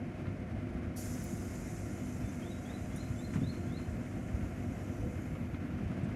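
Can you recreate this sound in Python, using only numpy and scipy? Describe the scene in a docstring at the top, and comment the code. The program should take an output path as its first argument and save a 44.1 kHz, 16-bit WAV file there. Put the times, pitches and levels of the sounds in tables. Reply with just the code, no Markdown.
"""An electric train stands at a platform in a rock cutting, its motor-alternator humming over
the rumble of its blowers. A valve opens and air hisses out, fading as the pressure falls.
Dull knocks, light clacks, low thumps, a chink and a few faint squeaks dot the bed.
Behind it a small bird gives six rising whistles, which echo off the rock."""
import sys
import numpy as np
from scipy import signal
from scipy.fft import rfft, irfft, next_fast_len
from scipy.io import wavfile

SR = 44100
rng = np.random.default_rng(int(sys.argv[2]) if len(sys.argv) > 2 else 0)


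def dump_mix(stems):
    """Bounce the given channels to the path in sys.argv[1] as a 16-bit WAV at rate SR."""
    frames = np.atleast_2d(stems).T  # one column per channel
    limited = np.clip(frames, -1, 1)  # hard clip at full scale
    pcm = np.round(limited * 32767).astype(np.int16)
    wavfile.write(sys.argv[1], SR, pcm)


N = 271215
TIME = np.arange(N) / SR

# slaps off rock face, wall and train: delay_s, gain_db
SLAP_ECHOES = [(0.017, -15), (0.053, -16), (.078, -17)]
# bird whistles: top_pulse_s, pulse_spacing_s, start_hz, top_hz, level_db, growth_db_per_pulse
BIRD_WHISTLES = [(2.516, 0.044, 3110, 3840, -58.5, 0), (2.75, 0.044, 3240, 3974, -55.5, 2),
                 (3.008, 0.026, 3320, 4170, -54.5, 2.5), (3.251, 0.028, 3420, 4190, -52.5, 4),
                 (3.502, 0.030, 3430, 4280, -50.5, 4), (3.775, 0.025, 3380, 4190, -54.5, 3)]
# brief faint tones: peak_s, level_db, width_s, pitch_hz
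FAINT_SQUEAKS = [(2.01, -73, .02, 3480), (2.277, -68, 0.034, 3540), (3.198, -59, .018, 7470),
                 (3.86, -61, 0.0056, 3030), (5.075, -49, 0.06, 492)]
# low thumps: peak_s, level_db, pitch_hz
LOW_THUMPS = [(0.281, -30, 103), (0.584, -31, 95), (0.761, -33, 66), (0.881, -30.5, 87), (2.249, -30.5, 92),
              (3.113, -28.5, 96.5), (3.706, -27.5, 98), (3.888, -30, 91), (4.349, -23.5, 78),
              (4.436, -30, 75.4), (4.69, -31, 105), (5.042, -28.5, 90)]
# dull knocks in the car body: start_s, level_db, decay_s
BODY_KNOCKS = [(0.276, -31.5, 0.014), (1.325, -38.5, 0.041), (3.358, -28.5, 0.044), (3.417, -30.5, 0.014),
               (6.027, -34.5, 0.03)]
# tone colour of the car body: frequency_hz, gain_db
BODY_SPECTRUM = [(50, -18), (100, 7.5), (150, 6), (250, 5.5), (320, -12.5), (700, -22), (1500, -83),
                 (6000, -90)]
# light clacks of loose metal gear: start_s, level_db, decay_s
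GEAR_CLACKS = [(0.253, -52.5, .012), (0.266, -51.5, 0.012), (3.335, -47.5, 0.017), (3.355, -50.5, 0.025),
               (5.349, -52.5, 0.012), (5.543, -46, 0.0059), (5.899, -53, .006), (6.013, -53, .016)]
# tone colour of that gear: frequency_hz, gain_db
GEAR_SPECTRUM = [(300, 4), (650, -3), (1000, 5.5), (1400, 6.5), (2300, 1.5), (3000, -6), (4000, -13),
                 (7000, -34), (14000, -58)]
# ring of small metal parts: pitch_hz, level_db
CHINK_MODES = [(5790, -59.5), (6720, -56), (8600, -65), (9150, -60.5), (9950, -59.5), (11040, -66),
               (12200, -63)]
# spurts and ticks of the air system: peak_s, level_db, width_s, centre_hz, width_octaves
AIR_SPITS = [(0.985, -58, 0.016, 5900, 0.05), (1.2425, -45, .0007, 14500, 0.23),
             (1.78, -65.5, 0.19, 6600, 0.25), (3.346, -60.5, 0.016, 6540, 0.42),
             (4.92, -74, 0.17, 6000, .1), (5.1, -77.5, 0.57, 11700, .13), (5.997, -76, .004, 11000, .19),
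             (6.044, -69, .010, 7800, .19)]
# surges in the fading jet: peak_s, gain_db, width_s
JET_SURGES = [(3.14, 2, 0.19), (4.72, 1, 0.05), (5.08, 0.5, 0.17)]
# tone colour of the valve's jet: frequency_hz, gain_db
JET_SPECTRUM = [(2500, -16), (4300, -12.5), (4480, -11), (4900, -6.5), (5200, -4), (5900, -3), (6500, -0.5),
                (7200, 0.5), (7550, -3.5), (8400, -4.5), (8900, -7), (9900, -9.5), (10700, -6.5),
                (11500, -6.5), (12800, -11), (13600, -35), (16000, -24)]
# ring of the valve's outlet pipe, relative to the jet: pitch_hz, gain_db, width_hz
PIPE_MODES = [(6040, -14, 53), (6390, -15.5, 55), (6760, -17, 45), (7020, -12.5, 60), (8120, -26, 76),
              (9240, -19.5, 45), (10500, -19.5, 55), (10970, -23, 45), (11200, -21, 60)]
# low rumble of the running machinery: frequency_hz, gain_db
RUMBLE_SPECTRUM = [(20, -57), (31, -42), (40, -18), (50, -3), (75, -3), (98, 1), (125, -4), (180, -3.5),
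                   (255, -6), (305, -8), (365, -19.5), (430, -28), (600, -35), (1200, -79)]
# air roaring through the ducts: frequency_hz, gain_db
DUCT_SPECTRUM = [(250, -7), (420, -6), (480, 1), (570, -3.5), (740, -2.5), (860, -21), (1100, -14.5),
                 (2500, -72)]
# rush at the blower outlets: frequency_hz, gain_db
OUTLET_SPECTRUM = [(400, 2), (900, -1.5), (1150, -2.5), (1400, 1), (1850, -1), (2200, -1), (2700, -7),
                   (3250, -14), (4000, -18), (4600, -19), (6300, -19), (8200, -25), (11300, -26),
                   (13500, -37), (16000, -60)]
# fan and equipment tones: pitch_hz, level_db, width_hz
FAN_WHINES = [(95.2, -52, 13), (144.2, -58, 0.65), (342.7, -62, 6.1), (519, -68.5, 7), (1384, -69, 40),
              (2112, -68.5, 57), (2530, -76, 23)]
# hum of the motor-alternator: shaft_multiple, level_db
HUM_HARMONICS = [(3, -64), (4, -54.5), (6, -67), (8, -54.5), (9, -57), (10, -49.5), (12, -71.5), (14, -58),
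                 (15, -67), (16, -66), (20, -78), (25, -62.5), (26, -73), (27, -72), (28, -69), (29, -68),
                 (36, -79.5)]


def from_db(db):
    """Decibels to gain."""
    return 10 ** (np.asarray(db) / 20)


def rms_one(x):
    """Scale to unit rms."""
    return x / np.sqrt(np.mean(x ** 2) + 1e-20)


def noise(gain_at):
    """Unit noise whose spectrum follows a function of frequency."""
    size = next_fast_len(N)
    hz = np.maximum(np.fft.rfftfreq(size, 1 / SR), 1)
    return rms_one(irfft(rfft(rng.standard_normal(size)) * gain_at(hz), size)[:N])


def coloured(spectrum):
    """Unit noise shaped by an EQ curve of frequency_hz, gain_db points."""
    points_hz, db = np.transpose(spectrum)
    return noise(lambda hz: from_db(np.interp(np.log(hz), np.log(points_hz), db)))


def narrow(centre_hz, width_hz):
    """Unit noise in one steep-sided resonance."""
    return noise(lambda hz: 1 / (1 + ((hz - centre_hz) / width_hz) ** 2))


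def drift(rate_hz):
    """Random wander of spread 1, mostly slower than rate_hz."""
    return narrow(0, rate_hz)


def swell(peak_s, width_s):
    """A bell-shaped envelope of height 1."""
    return np.exp(-0.5 * np.minimum(((TIME - peak_s) / width_s) ** 2, 100))


def struck(start_s, attack_s, decay_s):
    """A quick rise to height 1, then an exponential fall."""
    age = np.maximum(TIME - start_s, 0)
    return np.minimum(age / attack_s, 1) * np.exp(-np.clip((age - attack_s) / decay_s, 0, 20))


def rock_cutting(x, tail_db=-5.5, t60_s=0.72):
    """The direct sound, a few distinct slaps, then a diffuse tail from rock and trees."""
    slaps = sum(from_db(db) * np.interp(TIME - delay_s, TIME, x, left=0) for delay_s, db in SLAP_ECHOES)
    impulse = rng.standard_normal(SR) * np.exp(-np.log(1000) * TIME[:SR] / t60_s)
    tail = signal.fftconvolve(x, impulse / np.linalg.norm(impulse))[:N]
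    return x + slaps + from_db(tail_db) * tail


def bird(step_hz=350, arch=0.15, stair=0.56, throb_db=5.5, lead_s=0.11, fade_in_s=0.019, end_pulses=0.6):
    """Each whistle climbs in quick pulses, most growing louder as they rise, and arches over its top."""
    jitter = 1 + 0.00904 * drift(152)
    waver_db = 2 * drift(40)
    out = np.zeros(N)
    for top_s, spacing_s, start_hz, top_hz, db, growth_db in BIRD_WHISTLES:
        pulse = np.clip(TIME - top_s, -lead_s, end_pulses * spacing_s) / spacing_s   # 0 at the top one
        turn = 2 * np.pi * pulse
        stepped = pulse - stair * np.sin(turn) / (2 * np.pi)   # the pitch lingers on each pulse
        below_top = np.hypot(stepped, arch) - arch
        hz = np.maximum(top_hz - step_hz * below_top, start_hz) * jitter
        fade_in = np.clip((TIME - top_s + lead_s) / fade_in_s, 0, 1)
        fade_out = np.clip(10 * (end_pulses - pulse), 0, 1)
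        level = from_db(db - growth_db * below_top + throb_db * (np.cos(turn) - 1) + waver_db)
        out += fade_in * fade_out * level * np.sin(2 * np.pi * np.cumsum(hz) / SR)
    return out


def squeaks(jitter=0.0065):
    """Faint, slightly unsteady tones that swell and vanish."""
    clock = np.cumsum(1 + jitter * drift(170)) / SR
    return sum(from_db(db) * swell(peak_s, width_s) * np.sin(2 * np.pi * hz * clock)
               for peak_s, db, width_s, hz in FAINT_SQUEAKS)


def thumps(width_cycles=0.52):
    """Soft low pushes that last only a cycle or two."""
    return sum(from_db(db) * swell(peak_s, width_cycles / hz) * np.cos(2 * np.pi * hz * (TIME - peak_s))
               for peak_s, db, hz in LOW_THUMPS)


def knocks(body_attack_s=0.0035, gear_attack_s=0.0029):
    """Blows shake many close panel modes: dull knocks in the car body, thin clacks in its metal gear."""
    body = sum(from_db(db) * struck(s, body_attack_s, decay_s) for s, db, decay_s in BODY_KNOCKS)
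    gear = sum(from_db(db) * struck(s, gear_attack_s, decay_s) for s, db, decay_s in GEAR_CLACKS)
    return body * coloured(BODY_SPECTRUM) + gear * coloured(GEAR_SPECTRUM)


def chink():
    """Small metal parts touch and ring briefly."""
    ring = sum(from_db(db) * narrow(hz, width_hz=190) for hz, db in CHINK_MODES)
    return struck(start_s=2.958, attack_s=0.006, decay_s=0.017) * ring


def spits():
    """Bright spurts of air, each in its own band."""
    out = np.zeros(N)
    for peak_s, db, width_s, centre_hz, octaves in AIR_SPITS:
        spurt = noise(lambda hz: np.exp(-0.5 * (np.log2(hz / centre_hz) / octaves) ** 2))
        out += from_db(db) * swell(peak_s, width_s) * spurt
    return out


def turbulence(x, depth_db=1.5, rate_hz=20, bands=18):
    """Each narrow band of the treble flutters by itself; the result has unit rms."""
    size = next_fast_len(N)
    spectrum = rfft(x, size)
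    edges_hz = np.geomspace(3300, 12500, bands - 1)
    band = np.digitize(np.fft.rfftfreq(size, 1 / SR), edges_hz)
    slices = (irfft(spectrum * (band == k), size)[:N] for k in range(bands))
    return rms_one(sum(part * from_db(depth_db * drift(rate_hz)) for part in slices))


def air_flow(age, level_db=-54, attack_s=0.016, burst_s=0.094, drain_s=2.01, close_s=5.27):
    """The jet's envelope: a sharp opening burst, sinking pressure with a few surges, a gradual close."""
    burst_db = 4 * np.exp(-age / burst_s)
    loss_db = 17 * (1 - np.exp(-age / drain_s))
    surge_db = sum(db * swell(peak_s, width_s) for peak_s, db, width_s in JET_SURGES)
    closing_db = 32 * np.maximum(TIME - close_s, 0)
    return np.minimum(age / attack_s, 1) * from_db(level_db + burst_db - loss_db + surge_db - closing_db)


def air_valve(open_s=0.9575, whistle_decay_s=0.07, sizzle_decay_s=0.12):
    """A jet that whistles and sizzles as it opens, rings in its pipe and fades with the pressure."""
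    age = np.maximum(TIME - open_s, 0)
    pipe = sum(from_db(db) * narrow(hz, width_hz) for hz, db, width_hz in PIPE_MODES)
    jet = turbulence(coloured(JET_SPECTRUM) + pipe)
    whistle = from_db(-11) * np.exp(-age / whistle_decay_s) * narrow(centre_hz=4500, width_hz=60)
    top_band = noise(lambda hz: 1 / (1 + ((hz - 10800) / 2200) ** 4))
    sizzle = from_db(-1.5) * np.exp(-age / sizzle_decay_s) * top_band
    flutter = from_db(0.4 * drift(24))
    return air_flow(age) * flutter * (jet + whistle + sizzle)


def blowers(rumble_db=-41, duct_db=-54, outlet_db=-55, lift_from_s=5.4):
    """The bed of moving air: lumpy rumble, duct roar and outlet rush, with fan whines on top."""
    lift_db = 4 * np.maximum(TIME - lift_from_s, 0)   # rumble and rush build towards the end
    dip_db = 3 * swell(peak_s=2.74, width_s=0.08)   # the rumble eases once
    rumble = from_db(rumble_db + lift_db - dip_db + 1.5 * drift(21)) * coloured(RUMBLE_SPECTRUM)
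    ducts = from_db(duct_db + 1.4 * drift(15)) * coloured(DUCT_SPECTRUM)
    outlets = from_db(outlet_db + 0.77 * lift_db + 1.12 * drift(23)) * coloured(OUTLET_SPECTRUM)
    whines = sum(from_db(db) * narrow(hz, width_hz) for hz, db, width_hz in FAN_WHINES)
    thin_whine = from_db(-79) * narrow(centre_hz=3020, width_hz=10)
    return rumble + ducts + outlets + whines + thin_whine


def alternator(shaft_hz=24.784, speed_wander=0.00069, waver_db=2.5, scatter_rad=0.47):
    """The train's hum: multiples of one shaft rate, each wavering in level and phase as it scatters."""
    turns = np.cumsum(shaft_hz * (1 + speed_wander * drift(0.8))) / SR
    out = np.zeros(N)
    for multiple, db in HUM_HARMONICS:
        phase = 2 * np.pi * (multiple * turns + rng.random()) + scatter_rad * drift(3.1)
        out += from_db(db + waver_db * drift(4.3)) * np.sqrt(2) * np.sin(phase)
    return out


def scene():
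    """The mono mix from the platform: the train dry, the bird echoing in the cutting."""
    train = alternator() + blowers() + air_valve() + spits() + chink() + knocks() + thumps()
    return (train + squeaks() + rock_cutting(bird()))[None]


def record(dry):
    """A steep low-pass trims the very top."""
    cutoff_hz = 15720
    return signal.sosfilt(signal.ellip(10, 0.1, 80, cutoff_hz, fs=SR, output="sos"), dry)


dry = scene()
out = record(dry)
dump_mix(out)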